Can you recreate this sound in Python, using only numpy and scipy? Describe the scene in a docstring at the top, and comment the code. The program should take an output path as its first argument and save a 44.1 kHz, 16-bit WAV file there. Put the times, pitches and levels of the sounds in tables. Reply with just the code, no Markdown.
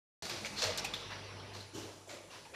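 """A can filler and its conveyor in a factory hall, from close by. After a short silence, machine roar,
mains hum, hiss and a thin high whine come in, and cans and steel parts clank and rattle in a tight run,
with bright cracks and hollow thuds of frame and cans. The knocks thin out and the hum comes forward.
Then three softer strokes each let off a puff of air, and a few last knocks land as the roar sinks.
The hall rings on behind each hit; left and right are alike except in the treble."""
import sys
import numpy as np
from scipy import signal
from scipy.fft import rfft, irfft
from scipy.io import wavfile
from scipy.ndimage import uniform_filter1d, map_coordinates

SR = 44100
rng = np.random.default_rng(int(sys.argv[2]) if len(sys.argv) > 2 else 0)


def transcribe(u):
    """Save the signal u as a 16-bit wav file named by the first command-line argument.

    u: samples, shape (n,) or (channels, n), limited to [-1, 1]; the rate is SR.
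    q: integer samples, one column per channel.
    """
    v = np.clip(np.atleast_2d(u).T, -1, 1)
    q = np.round(v * 32767).astype(np.int16)
    wavfile.write(sys.argv[1], SR, q)


N = 112454

# Cans and steel parts knocking. Each row: start in seconds, level in dB, ring pitch in Hz, ring over
# rattle in dB, treble tilt in dB per half octave, low shelf in dB, then rise, hold and t60 in seconds.
CLANKS = [(0.218, -44, 4330, -1, 2.5, 3.5, 0.0015, 0.045, 1),
          (0.295, -40.5, 2440, -8, -5.5, -13, 0.0019, 0.016, 0.35),
          (0.447, -38, 2280, 0, -1, -9, 0.0017, 0.0089, 0.14),
          (0.555, -38.5, 4253, -6.5, -2.5, -12, 0.039, 0.013, 0.18),
          (.616, -34, 2750, -9.5, 1.5, -3.5, 0.0058, 0.0059, 0.33),
          (0.633, -36.5, 4220, -1.5, -5, -7, 0.0018, 0.019, 0.28),
          (0.702, -43, 5100, -17, -8, -7, .003, 0.0068, 0.27),
          (0.777, -37.5, 4030, -15, -0.5, -14, 0.0018, 0.0095, 0.057),
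          (0.794, -43.5, 5490, 5.5, 3, -10, 0.0012, 0.0031, 0.063),
          (0.8455, -36, 2480, 3, 4, -4, 0.0045, 0.002, 0.1),
          (0.9365, -36.5, 3500, 1.5, -2, -5, 0.002, 0.003, 0.07),
          (0.951, -49, 4050, 0, -2, -3, 0.0026, 0.028, 0.31),
          (1.102, -46, 1720, -6, -10, -8, 0.0032, 0.011, 0.48),
          (1.534, -50, 4330, -4, 1.5, 2.5, 0.003, 0.044, 0.48),
          (1.605, -50, 4060, 6, -13, 4, 0.001, 0.0033, 0.073),
          (1.74, -51.5, 3010, -4, 6, 1, 0.0089, 0.052, 0.93),
          (2.088, -50.5, 2280, -6, -2, -1.5, 0.0084, 0.021, 0.61),
          (2.298, -53.5, 2760, -5.5, -0.5, 6, 0.01, 0.053, 0.39),
          (2.452, -56.5, 2480, 0.5, 4, 13, 0.0017, 0.0069, 0.056),
          (2.534, -46.5, 2420, -6, -5, 5, 0.01, .02, .2)]
# The EQ of rattling thin metal. Each row: frequency in Hz, relative level in dB.
RATTLE_EQ = [(150, -65), (500, -9.5), (1300, -7.5), (3400, -9.5), (4300, -7.5), (6300, -12.5), (8000, -22),
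             (14300, -42.5)]
# Bright cracks as metal first meets metal. Each row: start in seconds, level in dB.
CRACKS = [(.2955, -43), (.7753, -34), (.8455, -40)]
# Hollow thuds of frame and cans. Each row: start in seconds, level in dB, pitch in Hz,
# resonator width in Hz, then rise, hold and t60 in seconds.
THUDS = [(.24, -56, 206.5, 22.8, 0.0088, 0.41, 0.45), (0.307, -49, 359, 60, 0.018, 0.014, 0.19),
         (0.446, -52, 578, 49, 0.003, 0.012, 0.17), (0.613, -43, 630.6, 68.4, 0.0044, 0.078, 0.24),
         (.62, -43, 495, 82, 0.016, 0.063, 0.12), (0.636, -48, 91.8, 23.2, 0.018, 0.023, 0.23),
         (0.843, -43.5, 816, 200, 0.0022, 0.0075, 0.056), (1.731, -47, 315, 110, 0.019, 0.039, 0.54),
         (1.742, -50, 119.4, 29, 0.012, 0.022, 0.37), (1.758, -55.5, 556, 1010, 0.012, 0.13, 0.85),
         (2.066, -54, 580, 164, 0.0085, 0.095, 0.89), (2.071, -58, 341, 136, 0.017, 0.095, 0.46),
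         (2.304, -57.5, 983, 150, 0.012, 0.028, 0.22), (2.452, -52.5, 854, 95, 0.0034, 0.01, 0.12),
         (2.526, -52.5, 511, 53, 0.0062, .02, 0.26)]
# Air let off at a stroke. Each row: start in seconds, level in dB, centre in Hz, hold in seconds.
PUFFS = [(1.733, -60, 5900, 0.039), (2.074, -59, 7100, 0.067), (2.303, -61, 5400, 0.07)]
# Faders of the machine roar. Each row: time in seconds, low layer in dB, high layer in dB.
ROAR_LEVELS = [(.23, -49.5, -55), (.54, -51.5, -50.5), (.8, -49.5, -46.5), (1.2, -54, -52),
               (1.55, -51, -54.5), (1.72, -60.5, -62.5), (1.78, -51.5, -53.5), (2.05, -63, -68),
               (2.14, -59, -58), (2.27, -63, -67), (2.37, -59, -59), (2.55, -61, -64.5)]
# The EQs of the low and the high roar. Each row: frequency in Hz, relative level in dB.
LOW_ROAR_EQ = [(30, -45), (60, -13), (130, -6.5), (250, -11), (420, -8), (670, -11), (1000, -19),
               (1500, -57)]
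HIGH_ROAR_EQ = [(600, -36), (1000, -1.5), (3000, -4), (5800, -8), (7000, -37), (9000, -33), (14000, -45)]
# Faders of the mains hum and of the octave below it. Each row: time in seconds, level in dB.
HUM_LEVELS = [(.3, -80), (.38, -52.5), (.44, -62), (.56, -62), (.95, -62), (1.08, -54), (1.4, -54),
              (1.6, -52.5), (1.72, -62), (1.85, -54), (1.9, -62.5), (2.05, -64), (2.3, -68.5), (2.55, -85)]
SUB_HUM_LEVELS = [(.23, -83), (.6, -64), (.9, -62.5), (1.5, -71), (2.0, -81)]
# Fader of the hiss. Each row: time in seconds, level in dB.
HISS_LEVELS = [(.23, -58.5), (.55, -59.5), (1.0, -68), (1.6, -71), (2.55, -65)]
# The EQ of the hiss. Each row: frequency in Hz, relative level in dB.
HISS_EQ = [(3000, -27), (6000, 15.5), (10000, 9.5), (14300, -4.5)]
# The drift of the whine. Each row: time in seconds, pitch in Hz.
WHINE_PITCH = [(.95, 10390), (1.1, 10470), (1.33, 10280), (1.36, 10470), (1.48, 10310), (1.65, 10380),
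               (1.86, 10260), (1.97, 10420), (2.19, 10250), (2.29, 10340), (2.5, 10220)]
# How long the hall rings. Each row: frequency in Hz, t60 in seconds.
HALL_DECAY = [(300, 1), (3000, 0.55), (7000, 0.69), (12000, 0.18)]
# Left/right difference in the treble. Each row: frequency in Hz, send to the side signal in dB.
SIDE_EQ = [(4000, -70), (4300, -55), (6500, -7.5), (8500, -4), (14000, -4)]

HIT_SAMPLES = 2 ** 14


def clanks():
    """Each knock is an uneven rattle of thin metal with one ring standing out, and a ping at its peak."""
    out = np.zeros(N)
    tilt_hz, shelf_hz = 3200, 2680
    for start, db, hz, ring_db, tilt_db, shelf_db, rise, hold, t60 in CLANKS:
        def colour(f):
            treble = tilt_db * np.log2(1 + (f / tilt_hz) ** 2)
            bass = shelf_db / (1 + (f / shelf_hz) ** 4)
            return amp(eq_db(RATTLE_EQ, f) + treble + bass)

        rattle = noise(colour, HIT_SAMPLES)
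        ring = noise(resonance(hz, width_hz=.14 * hz), HIT_SAMPLES)
        flutter_db = 2.5 * min(1, .006 / rise) ** 2  # attacks slower than 6 ms rattle more evenly
        rattle *= amp(flutter_db * wobble(300, HIT_SAMPLES))
        place(out, start, amp(db) * unit_rms(rattle + amp(ring_db) * ring), rise, hold, t60)
        ping = amp(db + ring_db + 4.5) * tone(hz)
        place(out, start, ping, rise, hold=0, t60=.028)
    return out


def cracks():
    """Metal first meets metal: an instant attack of bright, wide noise."""
    out = np.zeros(N)
    for start, db in CRACKS:
        crack = noise(resonance(5000, width_hz=5000), HIT_SAMPLES)
        place(out, start, amp(db) * crack, rise=0, hold=0, t60=.035)
    return out


def thuds():
    """Each thud shakes one hollow resonance of frame or cans; the narrower it is, the purer it sounds."""
    out = np.zeros(N)
    for start, db, hz, width_hz, rise, hold, t60 in THUDS:
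        body = noise(lambda f: resonance(hz, width_hz)(f) ** 2, HIT_SAMPLES)
        note = np.sqrt(hz / width_hz) * amp(-13) * tone(hz)
        place(out, start, amp(db) * unit_rms(body + note), rise, hold, t60)
    return out


def air_puffs():
    """The filler lets off air at a stroke: a short burst of hiss around one pitch."""
    out = np.zeros(N)
    for start, db, hz, hold in PUFFS:
        air = noise(resonance(hz, width_hz=.14 * hz), HIT_SAMPLES)
        place(out, start, amp(db) * air, rise=.0059, hold=hold, t60=.3)
    return out


def machine_roar():
    """Motors and belts all over the hall: two restless noise beds, the low one with a narrow resonance."""
    low_db, high_db = automation(ROAR_LEVELS)
    low = eq_noise(LOW_ROAR_EQ) + amp(-9) * noise(resonance(874, width_hz=22))
    high = eq_noise(HIGH_ROAR_EQ)
    return amp(low_db) * flicker(low, depth_db=1.5) + amp(high_db) * flicker(high, depth_db=3.0)


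def mains_hum():
    """A slightly wavering hum, locked to a second tone an octave below."""
    hum_hz = 99.3 + .5 * wobble(8.06)
    phase = 2 * np.pi * np.cumsum(hum_hz) / SR
    hum = amp(*automation(HUM_LEVELS)) * np.sin(phase)
    sub = amp(*automation(SUB_HUM_LEVELS)) * np.sin(phase / 2)
    return np.sqrt(2) * (hum + sub)


def hiss():
    """A bed of bright noise, strongest under the opening knocks."""
    return amp(*automation(HISS_LEVELS)) * eq_noise(HISS_EQ)


def whine():
    """A thin high sine that drifts, with a fast tremble in level and pitch."""
    drift_hz, = automation(WHINE_PITCH)
    level_db = -75.5 + 1.6 * wobble(25)
    hz = drift_hz + 28 * wobble(60)
    return np.sqrt(2) * amp(level_db) * np.sin(2 * np.pi * np.cumsum(hz) / SR)


def hall_reverb(send):
    """The hall answers with a noise tail in which each frequency dies at its own speed."""
    hz, t, spectrum = signal.stft(rng.standard_normal(SR), SR, nperseg=256)
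    decay = amp(-60 * t / eq_db(HALL_DECAY, hz)[:, None])
    tail = signal.istft(spectrum * decay, SR, nperseg=256)[1]
    return signal.fftconvolve(send, tail / np.linalg.norm(tail))[:N]


def treble_side(mid):
    """A side signal that follows the treble of the mix with random phases, so left and right differ only up
    top."""
    hz, _, spectrum = signal.stft(mid, SR, nperseg=512)
    power = np.abs(uniform_filter1d(np.abs(spectrum) ** 2, size=9, axis=0))
    level = np.sqrt(power) * amp(eq_db(SIDE_EQ, hz))[:, None]
    phases = np.exp(2j * np.pi * rng.random(spectrum.shape))
    return signal.istft(level * phases, SR, nperseg=512)[1][:N]


def amp(db):
    """dB to gain."""
    return 10 ** (np.asarray(db) / 20)


def unit_rms(x):
    """Scaled to rms 1."""
    return x / np.sqrt(np.mean(x ** 2) + 1e-20)


def eq_db(points, hz):
    """Reads a table of (Hz, value) points on a log frequency axis."""
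    freqs, values = np.transpose(points)
    return np.interp(np.log(hz + 1), np.log(freqs + 1), values)


def automation(rows):
    """One value per sample for each column after the time."""
    times, *columns = np.transpose(rows)
    return [np.interp(np.arange(N) / SR, times, column) for column in columns]


def wobble(rate, size=N):
    """A smooth random curve, rate knots a second."""
    knots = rng.standard_normal(int(size * rate / SR) + 4)
    return map_coordinates(knots, [np.arange(size) * rate / SR])


def noise(gain, size=N):
    """Noise of rms 1 with a gain per frequency."""
    spectrum = rfft(rng.standard_normal(size)) * gain(np.fft.rfftfreq(size, 1 / SR))
    return unit_rms(irfft(spectrum, size))


def eq_noise(eq):
    """A noise bed coloured by an EQ table."""
    return noise(lambda f: amp(eq_db(eq, f)))


def tone(hz):
    """A sine of random phase, one hit long."""
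    return np.sin(2 * np.pi * (hz * np.arange(HIT_SAMPLES) / SR + rng.random()))


def resonance(hz, width_hz):
    """The band-pass response of one resonator."""
    return lambda f: 1j * f * width_hz / (hz * hz - f * f + 1j * f * width_hz)


def flicker(x, depth_db):
    """Random patches of gain over time and frequency; the result has rms 1."""
    spectrum = signal.stft(x, nperseg=512)[2]
    patches = rng.standard_normal(spectrum.shape)
    patches = uniform_filter1d(uniform_filter1d(patches, 5, axis=0), 8, axis=1)
    return unit_rms(signal.istft(spectrum * amp(depth_db * unit_rms(patches)), nperseg=512)[1][:N])


def place(out, start, sound, rise, hold, t60):
    """Mixes in a hit under a rise, hold and decay, all in seconds."""
    t = np.arange(len(sound)) / SR
    attack = np.clip(t / max(rise, 1e-4), 0, 1)
    decay = amp(-60 * np.clip(t - rise - hold, 0, None) / t60)
    slot = out[round(start * SR):][:len(t)]
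    slot += (sound * attack * decay)[:len(slot)]


def scene():
    """Hits and their reverb over the background beds; left and right differ in the treble only."""
    bright = clanks() + cracks() + air_puffs()
    hollow = thuds()
    mid = bright + hollow + hiss()
    mid += amp(-10.5) * hall_reverb(bright + amp(-3.5) * hollow)  # thuds fill the hall less
    mid += machine_roar() + mains_hum()
    side = treble_side(mid)
    return whine() + np.array([mid + side, mid - side])


def record(dry):
    """Silence, then a 1 ms fade-in; a steep low-pass takes off the very top."""
    start_s, top_hz = .2225, 14250
    gate = np.clip((np.arange(N) / SR - start_s) * 1000, 0, 1)
    lowpass = signal.ellip(12, .5, 60, top_hz, fs=SR, output="sos")
    return signal.sosfilt(lowpass, dry * gate)


dry = scene()
out = record(dry)
transcribe(out)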